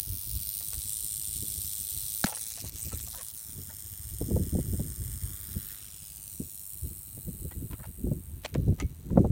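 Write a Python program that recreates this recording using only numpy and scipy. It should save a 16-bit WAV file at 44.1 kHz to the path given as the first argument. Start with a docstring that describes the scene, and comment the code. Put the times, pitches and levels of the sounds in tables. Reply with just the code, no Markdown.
"""At the foot of a wooden shed a rattlesnake buzzes while the microphone is carried away from it.
Each swing of the tail knocks hollow segments together: clusters of clicks, echoed by ground, wall and kerb.
Wind is shaped noise that swells in gusts and breaks as puffs on the microphone.
Shoes scuff on grit as bursts of grainy noise and squeak; a heel lands hard and a kicked stone rings.
A faint hush of open ground and the microphone's own hiss lie under all of it."""
import sys
import numpy as np
from scipy import signal
from scipy.fft import rfft, irfft, next_fast_len
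from scipy.io import wavfile
from scipy.ndimage import uniform_filter1d, map_coordinates

SR = 44100
rng = np.random.default_rng(int(sys.argv[2]) if len(sys.argv) > 2 else 0)


def wav_record(signal):
    """Record a signal, one row per channel, as 16-bit PCM in the file named by sys.argv[1]."""
    frames = np.transpose(np.atleast_2d(signal))
    bounded = np.clip(frames, -1, 1)
    # unit amplitude maps onto the largest positive 16-bit level
    quanta = np.round(bounded * 32767).astype(np.int16)
    wavfile.write(sys.argv[1], SR, quanta)


N = 410571


def amp(db):
    """Decibel law: the amplitude gain of a level in dB."""
    return 10 ** (np.asarray(db) / 20)


def unit(x):
    """Normalisation: x at rms 1."""
    return x / np.sqrt(np.mean(x ** 2) + 1e-20)


def curves(rows):
    """Linear interpolation: one value per sample for each column after the time."""
    s, *cols = np.transpose(rows)
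    return [np.interp(np.arange(N) / SR, s, c) for c in cols]


def wobble(rate):
    """Slow random modulation: a smooth curve through random knots, rate of them a second."""
    knots = rng.standard_normal(int(N * rate / SR) + 4)
    return map_coordinates(knots, [np.arange(N) * rate / SR])


def filtered(x, response):
    """Linear filtering: the spectrum of x times a response of frequency."""
    m = next_fast_len(N + 8192)
    return irfft(rfft(x, m) * response(np.fft.rfftfreq(m, 1 / SR)), m)[:N]


def coloured(x, spectrum, band=lambda hz: 1):
    """Spectral shaping: x through (Hz, dB) points on a log axis, and through a band if given."""
    f, db = np.transpose(spectrum)
    return filtered(x, lambda hz: band(hz) * amp(np.interp(np.log(hz + 1), np.log(f), db)))


def noise(spectrum):
    """Coloured noise: fresh random samples shaped by a spectrum, at rms 1."""
    return unit(coloured(rng.standard_normal(N), spectrum))


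def clicks(at, size):
    """Band-limited impulses: windowed sinc pulses at fractional sample positions."""
    tap = np.arange(-4, 6)
    whole = np.floor(at).astype(int)[:, None]
    off = whole + tap - at[:, None]
    pulse = np.sinc(off) * (1 - (off / 5) ** 2) ** 2
    place = np.clip(whole + tap, 0, N).ravel()
    return np.bincount(place, (pulse * size[:, None]).ravel(), N + 1)[:N]


def bursts(s, db, rise, t60):
    """Exponential decay: an envelope of events that rise and die away, t60 seconds per 60 dB."""
    env, t = np.zeros(N + SR), np.arange(SR // 6) / SR
    for start, level, up, life in np.broadcast(s, db, rise, t60):
        attack = (1 - np.exp(-2 * t / max(up, 1e-4))) ** 2
        decay = amp(level - 60 * t / max(life, .005))
        env[round(start * SR):][:len(t)] += decay * attack
    return env[:N]


def even(x, span):
    """Gain control: x with its slow swells, longer than span seconds, levelled out."""
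    return x / np.sqrt(np.abs(uniform_filter1d(x ** 2, size=round(span * SR))) + 1e-12)


def patchy(x, depth_db):
    """Time-frequency modulation: random patches a few hundred Hz by a few hundredths of a second."""
    z = signal.stft(x, nperseg=512)[2]
    field = uniform_filter1d(rng.standard_normal(z.shape), size=5, axis=0)
    field = uniform_filter1d(field, size=7, axis=1)
    return signal.istft(z * amp(depth_db * unit(field)), nperseg=512)[1][:N]


def tail_swings():
    """Periodic excitation: the tail's phase in swings, with each cluster's start, spread and force."""
    # Speed of the tail. Each row: time in seconds, swings per second.
    swing_rate = [(0.0, 97.32), (0.92, 106.35), (1.98, 102.46), (2.11, 105.43), (2.34, 112.32),
                  (2.59, 108.85), (2.8, 110.97), (3.08, 109.45), (3.29, 110.78), (3.58, 106.51),
                  (4.85, 102.2), (7.17, 100.7), (7.27, 99.7), (9.31, 97.93)]
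    # Clusters in one swing. Each row: start as a share of the swing, scatter of the start
    # (same share), length scale (same share), level in dB before random variation.
    clusters = [(0, .014, .045, -2), (.22, .035, .06, 2), (.45, .05, .07, -3.5), (.08, .04, .26, -5)]
    first_swing, backswing_db = -.21, -1.5  # swings; every second swing is weaker
    turns = np.cumsum(curves(swing_rate)[0]) / SR
    swing = np.arange(-1, int(turns[-1]) + 1)[:, None] + first_swing
    start, scatter, length, db = np.transpose(clusters)
    begin = swing + start + scatter * rng.standard_normal((len(swing), len(start)))
    force_db = db + backswing_db * (np.arange(len(swing))[:, None] % 2)
    force_db = force_db + rng.normal(0, .8, swing.shape) + rng.normal(0, 1.1, begin.shape)
    return turns, begin, length, force_db


def swinging_about():
    """Depth of modulation in dB while the microphone swings about, and its random knots a second."""
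    # The flicker of every range: start in seconds, end in seconds, depth in dB, changes per second.
    flicker = 2.28, 3.35, 2.5, 55
    first, last, depth_db, rate = flicker
    depth, = curves([(first - .05, 0), (first, depth_db), (last, depth_db), (last + .05, 0)])
    return depth, rate


def echo_paths():
    """Path difference: how far each reflection trails the direct sound, in ms, and its share of it."""
    # Ground and wall. Each row: time in seconds, ground lag in ms, ground share, wall lag in ms,
    # lags before roughness.
    ground_wall = [(0, .2, .55, .34), (1.1, .225, .4, .55), (2.1, .22, .45, .5), (2.9, .14, .4, .47),
                   (3.3, .19, .35, .55), (3.6, .22, .33, .95), (5.2, .22, .25, .95), (5.6, .22, .15, .73),
                   (5.9, .37, .15, .71), (6.6, .55, .25, .91), (7.2, .48, .3, .945), (8.2, .48, .3, 1.08),
                   (8.7, .48, .35, 1.02)]
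    # Third echo, off kerb and door. Each row: time in seconds, lag in ms before sway and roughness, share.
    third_echo = [(0, .4, 0), (2.25, .4, 0), (2.35, .4, .25), (3.25, .45, .3), (3.6, .58, .6),
                  (5.4, .585, .55), (5.9, .56, .35), (6.45, .73, .55), (7.9, .725, .5), (8.5, .72, .1)]
    sway_ms, sways_per_s = .04, 12  # wander of the third lag, in ms for each dB of flicker
    kerb_ms, kerb = curves(third_echo)
    kerb_ms = np.abs(kerb_ms + sway_ms * swinging_about()[0] * wobble(sways_per_s))
    return [*curves(ground_wall), kerb_ms, kerb]


def echoed(at, size, paths):
    """Image sources: each click returns from ground, wall and kerb, then as diffuse scatter."""
    rough_ms, kerb_rough_ms = .01, .022  # uneven surfaces blur each echo's lag
    wall_share_per_ms = .33  # the wall gains on the direct sound as the microphone backs away
    ground_ms, ground, wall_ms, kerb_ms, kerb = [c[at.astype(int)] for c in paths]
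    ground_ms, wall_ms = [ground_ms, wall_ms] + rough_ms * rng.standard_normal((2, len(at)))
    kerb_ms = kerb_ms + kerb_rough_ms * rng.standard_normal(len(at))
    train = clicks(at, size)
    for lag_ms, share in [(ground_ms, ground), (wall_ms, wall_share_per_ms * wall_ms), (kerb_ms, kerb)]:
        train += clicks(at + lag_ms * SR / 1000, share * size)
    # scatter from stones and boards
    tail = rng.standard_normal(2000) * amp(-60 * np.arange(2000) / SR / .045)
    return train + amp(-14) * signal.fftconvolve(train, tail / np.linalg.norm(tail))[:N]


def rattle_levels():
    """Spectral balance: lower edge in Hz, upper edge in Hz and level curve in dB of each range."""
    # The rattle at the microphone before dips and flicker. Each row: time in seconds, ring
    # (6.8-11.5 kHz) in dB, then against the ring 2.4-4.8 kHz in dB, above 11.5 kHz in dB.
    ring_body_top = [(0, -46.5, -6, 6.5), (.5, -43.5, -5, 6.5), (.95, -37.5, -12, -2), (2.2, -40, -8, 3.5),
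                     (2.46, -40, -9, -2), (2.67, -43.5, -5, 0), (3.21, -43, -10, -1.5),
                     (3.25, -42, -14.5, -1), (3.6, -51, -9.5, 5), (5.1, -46.5, -14, 1),
                     (5.7, -48.5, -5.5, 7.5), (5.85, -48.5, -6, -0.5), (6.7, -46.5, -16, 2.5),
                     (7.3, -51, -15, 4), (8.3, -56.5, -16.5, 3.5), (8.6, -64.5, -3, 8.5),
                     (9.31, -64, -11, 2.5)]
    # Two more ranges against the ring. Each row: time in seconds, under 2.4 kHz in dB, 4.8-6.8 kHz in dB.
    knock_mid = [(0, -23, -7), (1.2, -33.5, -9), (2.2, -28, -4.5), (2.9, -23, -14), (3.3, -27, -12),
                 (3.6, -19, -2), (5.1, -18.5, -8.5), (5.75, -12, -11), (6.15, -39, -9.5), (6.55, -38, -12),
                 (7.5, -38, -42), (8.6, -35, -8), (9.31, -23, -4)]
    # Brief dips while the microphone swings about. Each row: centre in seconds, length in seconds, dB.
    dips = [(2.335, .03, -6), (2.63, .04, -4), (2.711, .02, -12), (2.735, .035, -6), (3.14, .015, -5),
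            (3.327, .02, -7)]
    level_db, body_db, top_db = curves(ring_body_top)
    knock_db, mid_db = curves(knock_mid)
    t = np.arange(N) / SR
    level_db = level_db + sum(db * np.exp(-((t - s) * 2 / span) ** 4) for s, span, db in dips)
    shades = [(300, 2400, knock_db), (2400, 4800, body_db), (4800, 6800, mid_db),
              (6800, 11500, 0), (11500, 20000, top_db)]
    return [(low_hz, high_hz, level_db + shade_db) for low_hz, high_hz, shade_db in shades]


def rattle(count=13):
    """Impact excitation: loose segments strike in clusters, with separate clicks in each range."""
    # Colour of the hollow segments. Each row: frequency in Hz, relative density in dB per Hz.
    shell = [(750, -29.5), (1300, -22), (2400, -20.5), (3600, -21.5), (4200, -18), (4800, -16), (5500, -7),
             (7000, 3), (8800, 11.5), (10300, 4.5), (11600, 0.5), (14400, 3), (16200, -1)]
    turns, begin, length, force_db = tail_swings()
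    paths = echo_paths()
    swinging, flickers_per_s = swinging_about()

    def below(hz, edge_hz):
        return 1 / (1 + (hz / edge_hz) ** 9)

    sound = 0
    for low_hz, high_hz, level_db in rattle_levels():
        late = rng.gamma(1.5, 1, begin.shape + (count,))  # delay in cluster lengths
        at = np.interp(begin[..., None] + length[:, None] * late, turns, np.arange(N)).ravel()
        # later clicks are weaker; either sign of pressure
        size = (amp(force_db[..., None] - 1.0 * late) * rng.uniform(-.77, 1, late.shape)).ravel()
        train = echoed(at, size, paths)
        band = coloured(train, shell, lambda hz: below(hz, high_hz) - below(hz, low_hz))
        sound = sound + amp(level_db + swinging * wobble(flickers_per_s)) * unit(band)
    return sound


def gusts():
    """Amplitude modulation: a breeze, plus gusts that swell and fade evenly about their peaks."""
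    # Breeze between gusts. Each row: time in seconds, buffet level in dB.
    breeze = [(0, -58.5), (1, -52.5), (1.9, -53), (2.4, -59.5), (2.8, -58), (3.3, -63), (4.0, -56.5),
              (5.3, -55.5), (6.3, -55.5), (6.7, -61), (7.6, -44.5), (8.45, -58), (9, -52), (9.31, -29)]
    # Gusts. Each row: peak time in seconds, buffet in dB before the crest is rounded, flutter against
    # the buffet in dB, seconds to fall by fall_db either side (apart from the rounding).
    gust_rows = [(0.11, -32, -12, 0.07), (0.35, -31, -19, 0.08), (0.78, -36, -30, 0.06),
                 (1.345, -37, -14, 0.05), (1.43, -38, -6, 0.03), (1.57, -45, -11, 0.15),
                 (1.99, -43, -30, 0.08), (2.68, -40, -8, 0.07), (2.95, -38, -12, 0.21),
                 (3.6, -40, -7, 0.11), (3.86, -44, -11, 0.05), (4.14, -41, -30, 0.26), (4.22, -39, 1, 0.03),
                 (4.38, -25, -3, 0.14), (4.57, -23, -5, 0.05), (4.72, -25, -12, 0.06),
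                 (4.81, -35, -4, 0.16), (5.07, -31, -13, 0.13), (5.27, -28, -15, 0.06),
                 (5.45, -36, -13, 0.04), (5.57, -30, -7, 0.05), (6.42, -30, -5, 0.03),
                 (6.85, -31, -15, 0.06), (6.93, -40, -5, 0.04), (7.18, -42, -12, 0.04),
                 (7.3, -33, -4, 0.04), (7.44, -36, -4, 0.06), (7.64, -32, -5, 0.07), (7.754, -29, 0, 0.02),
                 (7.88, -36, -8, 0.03), (8.06, -26, -4, 0.05), (8.14, -32, -2, 0.06),
                 (8.34, -39, -14, 0.14), (8.59, -20, -3, 0.04), (8.69, -19, -9, 0.06),
                 (8.84, -28, -10, 0.09), (9.18, -23, 3, 0.07), (9.27, -27, -2, 0.07)]
    fall_db, crest_s = 18, .018  # crest_s rounds a gust's peak
    buffet = amp(curves(breeze)[0])
    flutter, t = amp(-8) * buffet, np.arange(N) / SR
    for s, db, flutter_db, fall_s in gust_rows:
        near = slice(max(round((s - .5) * SR), 0), round((s + .5) * SR))
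        swell = amp(db - fall_db * np.hypot(t[near] - s, crest_s) / fall_s)
        buffet[near] += swell
        flutter[near] += amp(flutter_db) * swell
    return buffet, flutter


def wind():
    """Turbulent pressure: eddies buffet the port in lumps; the sharpest break as brighter-edged puffs."""
    # Spectra of buffet, flutter and puff edge. Each row: frequency in Hz, relative density in dB per Hz.
    buffet_colour = [(15, -71), (30, -7), (55, 10.5), (100, 9.5), (135, 0), (220, -76)]
    flutter_colour = [(80, -77), (135, 5.5), (200, -2), (350, -8.5), (600, -27.5), (1100, -66)]
    edge_colour = [(300, -0.5), (550, 6), (900, -12), (1500, -36), (3000, -65)]
    # Puffs breaking on the port. Each row: time in seconds, level in dB before the rise and puff_db,
    # edge against it in dB before a 2 dB lift.
    puff_rows = [(1.429, -36.5, -35), (2.641, -39.5, -3), (2.87, -42, -12), (2.933, -41, -3),
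                 (3.584, -38, -33), (4.213, -31, 2), (4.286, -29, -32), (4.31, -26, -8), (4.364, -30, 2.5),
                 (4.553, -24.5, -10.5), (4.587, -26, -9), (4.735, -28, -14), (4.797, -29, -8),
                 (5.565, -36.5, -33), (6.403, -29.5, -24), (6.86, -38.5, -34), (7.177, -49, 1.5),
                 (7.282, -33, -28), (8.043, -31, -36), (8.069, -31, -10), (8.117, -24, -15),
                 (8.556, -24.5, -6.5), (8.682, -21, -17.5), (8.724, -34, -10), (8.823, -27, -19),
                 (9.065, -39, -31), (9.159, -25.5, -8), (9.176, -17, 2), (9.247, -19, 0)]
    puff_db = 5.0
    buffet_gain, flutter_gain = gusts()
    eddy, shiver = np.tanh(wobble(35)), np.tanh(wobble(70))
    flutter = even(amp(6.5 * eddy + 5.5 * shiver) * noise(flutter_colour), .12)
    buffet = even(amp(5.5 * eddy) * noise(buffet_colour), .13)
    s, db, edge_db = np.transpose(puff_rows)
    puffs = bursts(s - .003, db, .0026, .09) * noise(flutter_colour)
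    puffs += bursts(s - .003, db + edge_db + 2, .004, .04) * noise(edge_colour)
    return buffet_gain * buffet + flutter_gain * flutter + amp(puff_db) * puffs


def air():
    """Noise floor: the far hush of open ground over the microphone's own hiss."""
    # Colour of the hush. Each row: frequency in Hz, relative density in dB per Hz.
    hush_colour = [(88, -36), (150, 8.5), (243, -31), (524, -15), (652, -12), (1660, -16), (4000, -19),
                   (5200, -26), (8800, -120)]
    hush_db, hiss_db = -65.5, -99  # the hush wavers slowly about its level
    return amp(hush_db + wobble(6.5)) * noise(hush_colour) + amp(hiss_db) * rng.standard_normal(N)


def drags():
    """Stick-slip friction: dragged soles rasp, scuffed stones squeak, and crushed grit is grainy noise."""
    # Scuffs. Each row: time in seconds, level in dB before the rise and contact_db, grit against it
    # in dB before a 0.5 dB cut, 60 dB decay time of the sole in seconds, squeak pitch in Hz.
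    scuff_rows = [(0.602, -50.5, -19, 0.066, 750), (0.727, -49.5, 1.5, 0.051, 1470),
                  (2.241, -20.5, -22, 0.015, 1586), (2.263, -29.5, -5, 0.029, 1299),
                  (2.277, -41.5, -20, 0.13, 850), (2.323, -42, -1.5, 0.041, 850),
                  (2.369, -43, -4, 0.03, 1900), (2.57, -45.5, -6, 0.064, 697), (2.64, -53.5, 1, 0.099, 597),
                  (2.912, -48, -12, 0.089, 1300), (3.071, -49.5, -7, 0.056, 699),
                  (3.124, -47, -16, 0.2, 980), (3.179, -49.5, -2, 0.076, 516),
                  (3.206, -52.5, -6, 0.035, 1050), (3.693, -45.5, -22, 0.071, 902),
                  (7.507, -47.5, -4, 0.061, 1950), (7.705, -51, -2, 0.065, 1000),
                  (7.727, -51, -5.5, 0.066, 1300), (7.783, -48.5, -23, 0.063, 602),
                  (7.825, -48.5, -9, 0.1, 1400), (8.427, -53, 6.5, 0.13, 1000),
                  (8.448, -33.5, 0, 0.028, 600), (8.547, -41.5, -8, 0.042, 1410),
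                  (8.779, -53, -2, 0.074, 1250), (8.797, -38, -5.5, 0.056, 1257),
                  (9.103, -44, -12, 0.023, 1000), (9.171, -24, -31, 0.024, 879)]
    # Spectra of sole and grit. Each row: frequency in Hz, relative density in dB per Hz.
    sole_colour = [(250, -39), (500, 18.5), (1000, 15.5), (2000, 9), (2800, -27), (5000, -58)]
    grit_colour = [(1500, -10), (2600, -5.5), (6000, -17), (8000, -20), (15000, -35)]
    contact_db, squeak_db = 11.5, -4  # the squeak is set against the rasp
    overtone, overtone_db = 1.6, -8  # frequency ratio; level against the fundamental
    s, db, grit_db, length, hz = np.transpose(scuff_rows)
    t = np.arange(N) / SR
    grain = amp(3.5 * wobble(350) + 3 * wobble(90))
    # the pitch holds until the next scuff
    latest = np.maximum(np.searchsorted(s - .001, t) - 1, 0)
    turn = 2 * np.pi * np.cumsum(hz[latest]) / SR
    squeak = sum(amp(level + 4 * wobble(60)) * np.sin(k * turn + 1.3 * wobble(110))
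                 for k, level in [(1, 0), (overtone, overtone_db)])
    rasp = unit(grain * patchy(noise(sole_colour), depth_db=3.5))
    sole = bursts(s - .001, db, .25 * length, length) * unit(rasp + amp(squeak_db) * unit(squeak))
    grit = bursts(s - .001, db + grit_db - .5, .25 * length, 1.3 * length)
    grit = grit * unit(grain * noise(grit_colour))
    return amp(contact_db) * (sole + grit)


def snaps():
    """Brittle fracture: sharp cracks sound as very short bursts of bright noise; the loudest come as the heel
    lands."""
    # Sharp cracks. Each row: time in seconds, level in dB before the rise.
    snap_rows = [(2.2415, -15.5), (2.2444, -19), (2.249, -27), (2.259, -24), (3.001, -31.5), (8.542, -28),
                 (8.465, -42), (8.683, -48), (8.8, -27)]
    # Colour of a snap. Each row: frequency in Hz, relative density in dB per Hz.
    snap_colour = [(600, -47), (1500, 9.5), (7000, 12), (12000, 0), (16000, -9)]
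    return bursts(*np.transpose(snap_rows), .0002, .006) * noise(snap_colour)


def heel():
    """Damped oscillation: one heel lands hard as a brief 200 Hz thump."""
    land_s = 2.244
    t = np.arange(N) / SR
    return bursts(land_s, -8.5, .002, .028) * np.sin(2 * np.pi * 200 * (t - land_s) - 1.4)


def stone():
    """Modal ringing: a stone kicked loose sounds its damped modes, their phase shaken by chatter."""
    # Modes of the stone. Each row: frequency in Hz before chatter, level in dB before the rise,
    # 60 dB decay time in seconds.
    pebble = [(2100, -35, 0.062), (2220, -45, 0.18), (6000, -47, 0.1), (6940, -39, 0.047)]
    kick_s = 8.801
    t = np.arange(N) / SR
    chatter = .6 * wobble(150)  # radians
    return sum(bursts(kick_s, level, .00032, t60) * np.sin(2 * np.pi * hz * t + chatter)
               for hz, level, t60 in pebble)


def scene():
    """Superposition: the pressures of all sources add at one microphone."""
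    return (rattle() + wind() + air() + drags() + heel() + snaps() + stone())[None]


def record(dry):
    """Band limiting: the response falls to nothing around 16 kHz."""
    top_hz = 16000
    return filtered(dry[0], lambda hz: np.clip((top_hz - hz) / 200 + .5, 0, 1) ** 2)[None]


dry = scene()
out = record(dry)
wav_record(out)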